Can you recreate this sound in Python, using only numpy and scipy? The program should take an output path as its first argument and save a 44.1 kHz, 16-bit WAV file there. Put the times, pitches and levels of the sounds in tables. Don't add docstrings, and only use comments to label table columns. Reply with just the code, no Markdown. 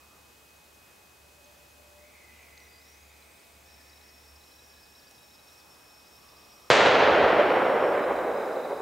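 import sys
import numpy as np
from scipy import signal
from scipy.fft import rfft, irfft
from scipy.io import wavfile
from scipy.ndimage import uniform_filter1d

SR = 44100
rng = np.random.default_rng(int(sys.argv[2]) if len(sys.argv) > 2 else 0)


def to_wav(s):
    ch = np.atleast_2d(s).T
    pcm = np.round(np.clip(ch, -1, 1) * 32767)
    wavfile.write(sys.argv[1], SR, pcm.astype(np.int16))


def volts(x):
    e = np.asarray(x, float) / 20
    return 10 ** e


N = 388521
T = np.arange(N) / SR
FREQ = np.maximum(np.fft.rfftfreq(N, 1 / SR), 1)
SIDES = np.array([[1], [-1]])
SHOT_S = 6.7021
FIELD_HZ = 50


def on_log(table, hz, axis=1):
    rows = np.array(table)
    return np.interp(np.log(hz), np.log(rows[:, 0]), rows[:, axis])


def set_rms(x, db):
    return x * volts(db) / np.sqrt(np.mean(x ** 2))


def walk(rate_hz):
    hold = int(SR / rate_hz)
    steps = np.repeat(rng.standard_normal(N // hold + 1), hold)
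    return set_rms(uniform_filter1d(steps, hold)[:N], 0)


def add(out, s, grain):
    i = int(round(s * SR))
    out[max(i, 0):i + len(grain)] += grain[max(-i, 0):N - i]


def hiss():
    # (frequency [Hz], density [dB per Hz])
    hiss_spectrum = [(20, -32), (45, -16.5), (80, -10.5), (150, -13.5), (450, -12.5), (820, -14),
                     (1300, -17), (2400, -20), (3600, -20.5), (4600, -21), (6500, -21.5), (10000, -24),
                     (15750, -24.5), (15850, -60)]
    # (frequency [Hz], side minus mid [dB])
    hiss_width = [(60, -23), (110, -16), (200, -7), (380, -4), (700, -2), (1290, -1), (2380, -3.5),
                  (4400, -6.5), (8120, -11.5), (15000, -21)]
    mid, side = rfft(rng.standard_normal((2, N))) * volts(on_log(hiss_spectrum, FREQ))
    pair = irfft(mid + SIDES * side * volts(on_log(hiss_width, FREQ)), N)
    return set_rms(pair, -57) * volts(0.24 * walk(9.5))


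def drive():
    # (time [s], level [dB])
    load = [(0, -69), (1.1, -71), (1.25, -65), (4.7, -64.5), (5.15, -73.5), (5.7, -73), (6.1, -71),
            (6.7, -70), (8.81, -74.5)]
    # (frequency [Hz], level [dB rms])
    whine_lines = [(840, -75.5), (2524.3, -67), (7499, -80.5)]
    hum_hz, hum_width_hz, waver_db = 71.3, 4.8, 1.5
    resonance = 1 / (1 + ((FREQ - hum_hz) / hum_width_hz) ** 2)
    hum = set_rms(irfft(rfft(rng.standard_normal(N)) * resonance, N), 0)
    hum = set_rms(hum + 4.0 * np.sin(2 * np.pi * hum_hz * T), 0)
    hum_db = np.interp(T, *np.transpose(load)) + waver_db * walk(5.9)
    whines = 0
    for hz, db in whine_lines:
        whines = whines + np.sqrt(2) * volts(db + 1.0 * walk(20)) * np.sin(2 * np.pi * hz * T)
    return hum * volts(hum_db) + whines


def glide(length, hz0, hz1, jitter, db, softness):
    size = int(length * SR)
    hz = np.linspace(hz0, hz1, size) + jitter[:size]
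    swell = np.hanning(size) ** (softness / 2)
    return volts(db) * swell * np.sin(2 * np.pi * np.cumsum(hz) / SR)


def far_calls():
    # (time [s], length [s], start [Hz], end [Hz], level [dB])
    notes_heard = [
        (1.1, .5, 575, 590, -72),
        (1.65, .5, 585, 600, -72),
        (1.965, .09, 1950, 2290, -66),
        (2.04, .12, 2295, 2280, -69.5),
        (2.1, .1, 2200, 2000, -66),
        (2.17, .18, 2020, 2000, -67.5),
        (2.42, .27, 2070, 2010, -68),
        (3.12, .55, 670, 680, -76.5),
        (3.58, .25, 1755, 1750, -76.5),
        (4.5, .65, 1690, 1700, -79),
    ]
    # (time [s], length [s], pitch [Hz], rasp [Hz], level [dB])
    cries = [(-.3, .45, 1160, 120, -73), (.76, .14, 1900, 700, -72), (1.4, .15, 3500, 1500, -73),
             (2.27, .12, 2575, 450, -67), (2.28, .3, 2250, 200, -70), (2.7, .85, 2200, 180, -73),
             (3.6, .6, 2125, 220, -74.5), (5.3, .7, 1075, 350, -73), (6, .7, 620, 300, -72),
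             (6.15, .3, 1160, 80, -70), (6.45, .3, 1190, 80, -71), (6.1, .5, 3000, 900, -76)]
    note_rasp = .02
    woods_t60_s = 1.66
    lead = 1
    dry, jitter = np.zeros(N + SR), walk(300)
    for s, length, hz0, hz1, db in notes_heard:
        shake = note_rasp * hz0 * jitter[int((s + 1) * SR):]
        add(dry, s + lead, glide(length, hz0, hz1, shake, db, 0.52))
    for s, length, hz, rasp_hz, db in cries:
        shake = rasp_hz * jitter[int((s + 1.5) * SR):]
        add(dry, s + lead, glide(length, hz, hz, shake, db, 0.38))
    mid, side = rng.standard_normal((2, 2 * SR)) * volts(-60 * T[:2 * SR] / woods_t60_s)
    woods = (mid + 0.24 * SIDES * side) * volts(-26)
    woods[:, 0] += .8
    return signal.fftconvolve(dry[None], woods, axes=1)[:, SR:SR + N]


def tick(hz):
    t, peak_s = T[:900], 0.0032
    return np.e * t / peak_s * np.exp(-t / peak_s) * np.sin(2 * np.pi * hz * t)


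def ticks():
    gear_hz = (3870, 4060, 4790, 5020, 6400)
    # (time [s], peak [dB])
    low_teeth = [(3.9299, -50), (3.9723, -54), (4.4108, -54), (4.5894, -49.5), (4.7381, -58), (4.9496, -52),
                 (5.2295, -56), (5.3093, -54), (5.3891, -50), (5.4879, -53)]
    second_teeth = [(3.2215, -53), (4.0102, -53), (4.4368, -55), (4.5166, -52), (5.0284, -55)]
    third_teeth = [(2.7316, -52), (2.78, -50), (3.893, -54), (4.3594, -55), (5.0693, -50), (5.1492, -55),
                   (5.5971, -53)]
    high_teeth = [(3.8087, -52), (4.0881, -50), (4.2811, -54), (4.8299, -49), (4.9895, -53), (5.3502, -53),
                  (5.7473, -54), (6.0686, -52), (6.1514, -51), (7.9498, -50), (8.0292, -51), (8.3704, -54),
                  (8.3993, -57), (8.4277, -55), (8.4512, -53), (8.5285, -52), (8.6073, -57)]
    focus_teeth = [(.5626, -55), (.7437, -57), (1.4416, -51), (1.706, -57), (2.4234, -55), (2.5765, -50)]
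    # (time [s], peak [dB], ring [Hz], bandwidth [Hz])
    clicks = [
        (2.577, -39, 4300, 830),
        (2.5765, -52, 7500, 3000),
        (2.6025, -44, 4300, 900),
        (5.1118, -36, 6900, 3000),
        (5.1118, -46, 4000, 1980),
    ]
    patter_per_s, patter_hz, patter_start_s, patter_db = 130, (3800, 4950), 2.65, -71
    out, patter, t = np.zeros(N), np.zeros(N), T[:900]
    even_run = [(6.2871 + k * .08, -51) for k in range(4)]
    gears = (low_teeth, second_teeth, third_teeth, high_teeth + even_run, focus_teeth)
    for hz, teeth in zip(gear_hz, gears):
        for s, db in teeth:
            add(out, s, volts(db - 4) * tick(hz * (1 + .008 * rng.standard_normal())))
    for when, size, gear, detune in rng.random((int(patter_per_s * N / SR), 4)):
        hz = patter_hz[int(2 * gear)] * (.93 + .14 * detune)
        add(patter, when * N / SR, volts(-10 * size) * tick(hz))
    for s, db, hz, width_hz in clicks:
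        ring = np.exp(-np.pi * width_hz * t / 2) * np.sin(2 * np.pi * hz * t)
        add(out, s, volts(db) * ring)
    return out + set_rms(patter, patter_db) * (T > patter_start_s)


def lens_motor():
    # (start [s], end [s], step rate from [Hz], to [Hz], level over the long move [dB])
    moves = [
        (2.6, 2.68, 5780, 5780, -5),
        (2.685, 2.79, 4710, 4750, 2),
        (2.79, 2.96, 4950, 6050, -1),
        (2.96, 3.11, 6150, 7250, -3),
        (3.11, 3.16, 7300, 8350, -9),
        (3.16, 3.56, 8440, 8440, -2.5),
        (3.595, 3.635, 6300, 7900, -4),
        (3.655, 7.93, 5410, 5410, 0),
        (7.935, 8.81, 3835, 3835, 6),
    ]
    # (time [s], swing [Hz], rise [s], fall [s])
    hunts = [(2.86, 170, .07, .12), (3.68, 170, .1, .14), (3.88, 200, .06, .08), (4.09, 210, .1, .1),
             (4.2, 100, .1, .6), (4.66, 220, .45, .16), (5.11, 210, .28, .11), (5.54, 200, .14, .08),
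             (5.62, 90, .05, .14), (5.95, 100, .2, .6), (6.55, 200, .6, .9), (7.5, 100, .8, 1.5),
             (7.94, 165, .005, 30)]
    motor_db, calm_swing_hz = -68.5, 45
    shell_hz, shell_width_hz, shell_peak_db = 5680, 210, 7.5
    field = np.floor(T * FIELD_HZ) / FIELD_HZ
    hz, gain = np.zeros(N), np.zeros(N)
    for s0, s1, hz0, hz1, db in moves:
        on = (T > s0) * (T < s1)
        hz = np.where(on, np.interp(field, [s0, s1], [hz0, hz1]), hz)
        gain = np.where(on, volts(motor_db + db), gain)
    swings = [np.interp(field, [s - rise, s, s + fall], [0, deep, 0]) for s, deep, rise, fall in hunts]
    swing_hz = np.maximum(np.max(swings, axis=0), calm_swing_hz)
    kick = np.clip(.2 + 2.2 * np.sin(2 * np.pi * FIELD_HZ * T), -1, 1)
    hz = hz + swing_hz * kick + 12 * walk(150)
    shell_db = shell_peak_db / (1 + ((hz - shell_hz) / shell_width_hz) ** 2)
    flutter_db = shell_db + 2.2 * walk(70) + 1.5 * np.sin(2 * np.pi * FIELD_HZ * T + 1)
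    tone = np.sqrt(2) * np.sin(2 * np.pi * np.cumsum(hz) / SR)
    return uniform_filter1d(gain, size=200) * volts(flutter_db) * tone


def blast(ms, top_hz):
    t = np.arange(900) / SR / (ms / 1000)
    wave = (1 - t) * np.exp(-.5 * t)
    wave = signal.lfilter([-.78, 1], [1, -.78], wave)
    band = signal.butter(3, [390, top_hz], "bandpass", fs=SR, output="sos")
    wave = signal.sosfilt(band, wave)
    return wave / wave.max()


def echoes():
    # (time [s], peak [dB], blast length [ms])
    arrivals = [(6.7021, -.8, .5), (6.7041, -9, .45), (6.7068, -12, .3), (6.7105, -5, .32),
                (6.7122, -10, .5), (6.7162, -7.5, .6), (6.7179, -8, .5), (6.7226, -9, .35), (7.33, -12, .8),
                (8.111, -20, .7), (8.572, -23.5, .8)]
    # (time [s], length [s], pitch [Hz], level [dB])
    slopes = [
        (6.901, 0.61, 78.3, -45),
        (7.948, 0.48, 58, -56),
    ]
    thump_hz, thump_db, thump_t60_s = 132, -21, 0.076
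    bright_db, bright_s, bright_hz = -43, .0022, 6500
    out, t = np.zeros(N), T[:SR // 4]
    for s, db, ms in arrivals:
        top_hz = 4600 / (1 + 1.6 * (s - SHOT_S))
        add(out, s, volts(db) * blast(ms, top_hz))
    thump = volts(thump_db - 60 * t / thump_t60_s) * np.sin(2 * np.pi * thump_hz * t)
    add(out, SHOT_S, thump * np.minimum(t * thump_hz, 1))
    for s, length, hz, db in slopes:
        add(out, s, glide(length, hz, .9 * hz, 6 * walk(15.5), db, 2))
    mid, side = rng.standard_normal((2, N)) * np.exp(-((T - SHOT_S) / bright_s) ** 2)
    highpass = signal.butter(2, bright_hz, "highpass", fs=SR, output="sos")
    bright = signal.sosfilt(highpass, mid + .7 * SIDES * side)
    return out * volts(-.4 * SIDES) + volts(bright_db) * bright


def scatter():
    # (frequency [Hz], density at the shot [dB per Hz], extra loss in wet air and needles [dB per s])
    scatter_colour = [(30, -41, 4), (70, -13, 16), (112, -16, 8), (199, -16.5, 0.5), (317, -8.5, -0.5),
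                      (547, 0.5, -1), (890, -5.5, 1.5), (1490, -6.5, 5.5), (2450, -9.5, 10.5),
                      (3990, -14.5, 22), (5600, -23.5, 31), (7270, -24.5, 46), (9470, -38, 87),
                      (13000, -50, 155)]
    # (frequency [Hz], side minus mid [dB])
    scatter_width = [(60, -32), (110, -34), (200, -27), (380, -22), (700, -16.5), (1290, -14.5),
                     (2380, -14), (4400, -12.5), (8120, -13), (15000, -29)]
    # (frequency [Hz], left minus right [dB])
    scatter_lean = [(100, 0), (200, -.5), (400, -1), (750, -1), (1300, -.4), (2400, 0)]
    trunks_per_s, trunk_spread_db, clump_db = 9000, 1.5, .7
    start_db, burst_db, burst_s = -19.5, 0.5, 0.037
    near_sag_db_per_s, far_sag_db_per_s, near_ends_s = 3, 6.5, 0.85
    start = int(SHOT_S * SR)
    size = N - start
    age = np.arange(size) / SR
    hz = np.maximum(np.fft.rfftfreq(size, 1 / SR), 1)
    draw = rng.random((2, 3, size))
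    sizes = np.sign(draw[:, 1] - .5) * volts(-trunk_spread_db * np.log(1 - draw[:, 2]))
    hits = (draw[:, 0] < trunks_per_s / SR) * sizes
    colour = volts(on_log(scatter_colour, hz))
    colour /= np.sqrt(np.mean(colour ** 2 * (hz > 350) * (hz < 900)))
    mid, side = rfft(set_rms(hits, 0)) * colour * [hz ** 0, volts(on_log(scatter_width, hz))]
    pair = (mid + SIDES * side) * volts(SIDES * on_log(scatter_lean, hz) / 2)
    out = 0
    for centre in 22 * 2 ** np.arange(0, 10, .5):
        band = np.cos(np.pi * np.clip(np.log2(hz / centre), -.5, .5)) ** 2
        build = np.clip(age * centre / 16, .3, 1)
        loss_db = on_log(scatter_colour, centre, axis=2) * age ** 0.82
        out = out + build * irfft(pair * band, size) * volts(-loss_db)
    roll_db = start_db + burst_db * np.exp(-age / burst_s) - near_sag_db_per_s * age
    roll_db -= far_sag_db_per_s * np.maximum(age - near_ends_s, 0)
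    roll_db += clump_db * walk(45.25)[:size]
    return np.pad(out * volts(roll_db), ((0, 0), (start, 0)))


def scene():
    rise_db, rise_s = 3, 0.32
    duck_db, duck_s = -5, .04
    age = np.maximum(T - SHOT_S, 0)
    gain_db = rise_db * (1 - np.exp(-age / rise_s))
    gain_db += duck_db * (age > 0) * np.exp(-age / duck_s)
    camera = hiss() + drive() + ticks() + lens_motor()
    return far_calls() + echoes() + scatter() + volts(gain_db) * camera


def top_cut(x):
    return signal.sosfilt(signal.butter(12, 16650, fs=SR, output="sos"), x)


def record(dry):
    rounded = np.tanh(0.59 * dry) / 0.61
    lowpass = signal.ellip(10, .1, 70, 15800, fs=SR, output="sos")
    return top_cut(signal.sosfilt(lowpass, rounded))


dry = scene()
out = record(dry)
to_wav(out)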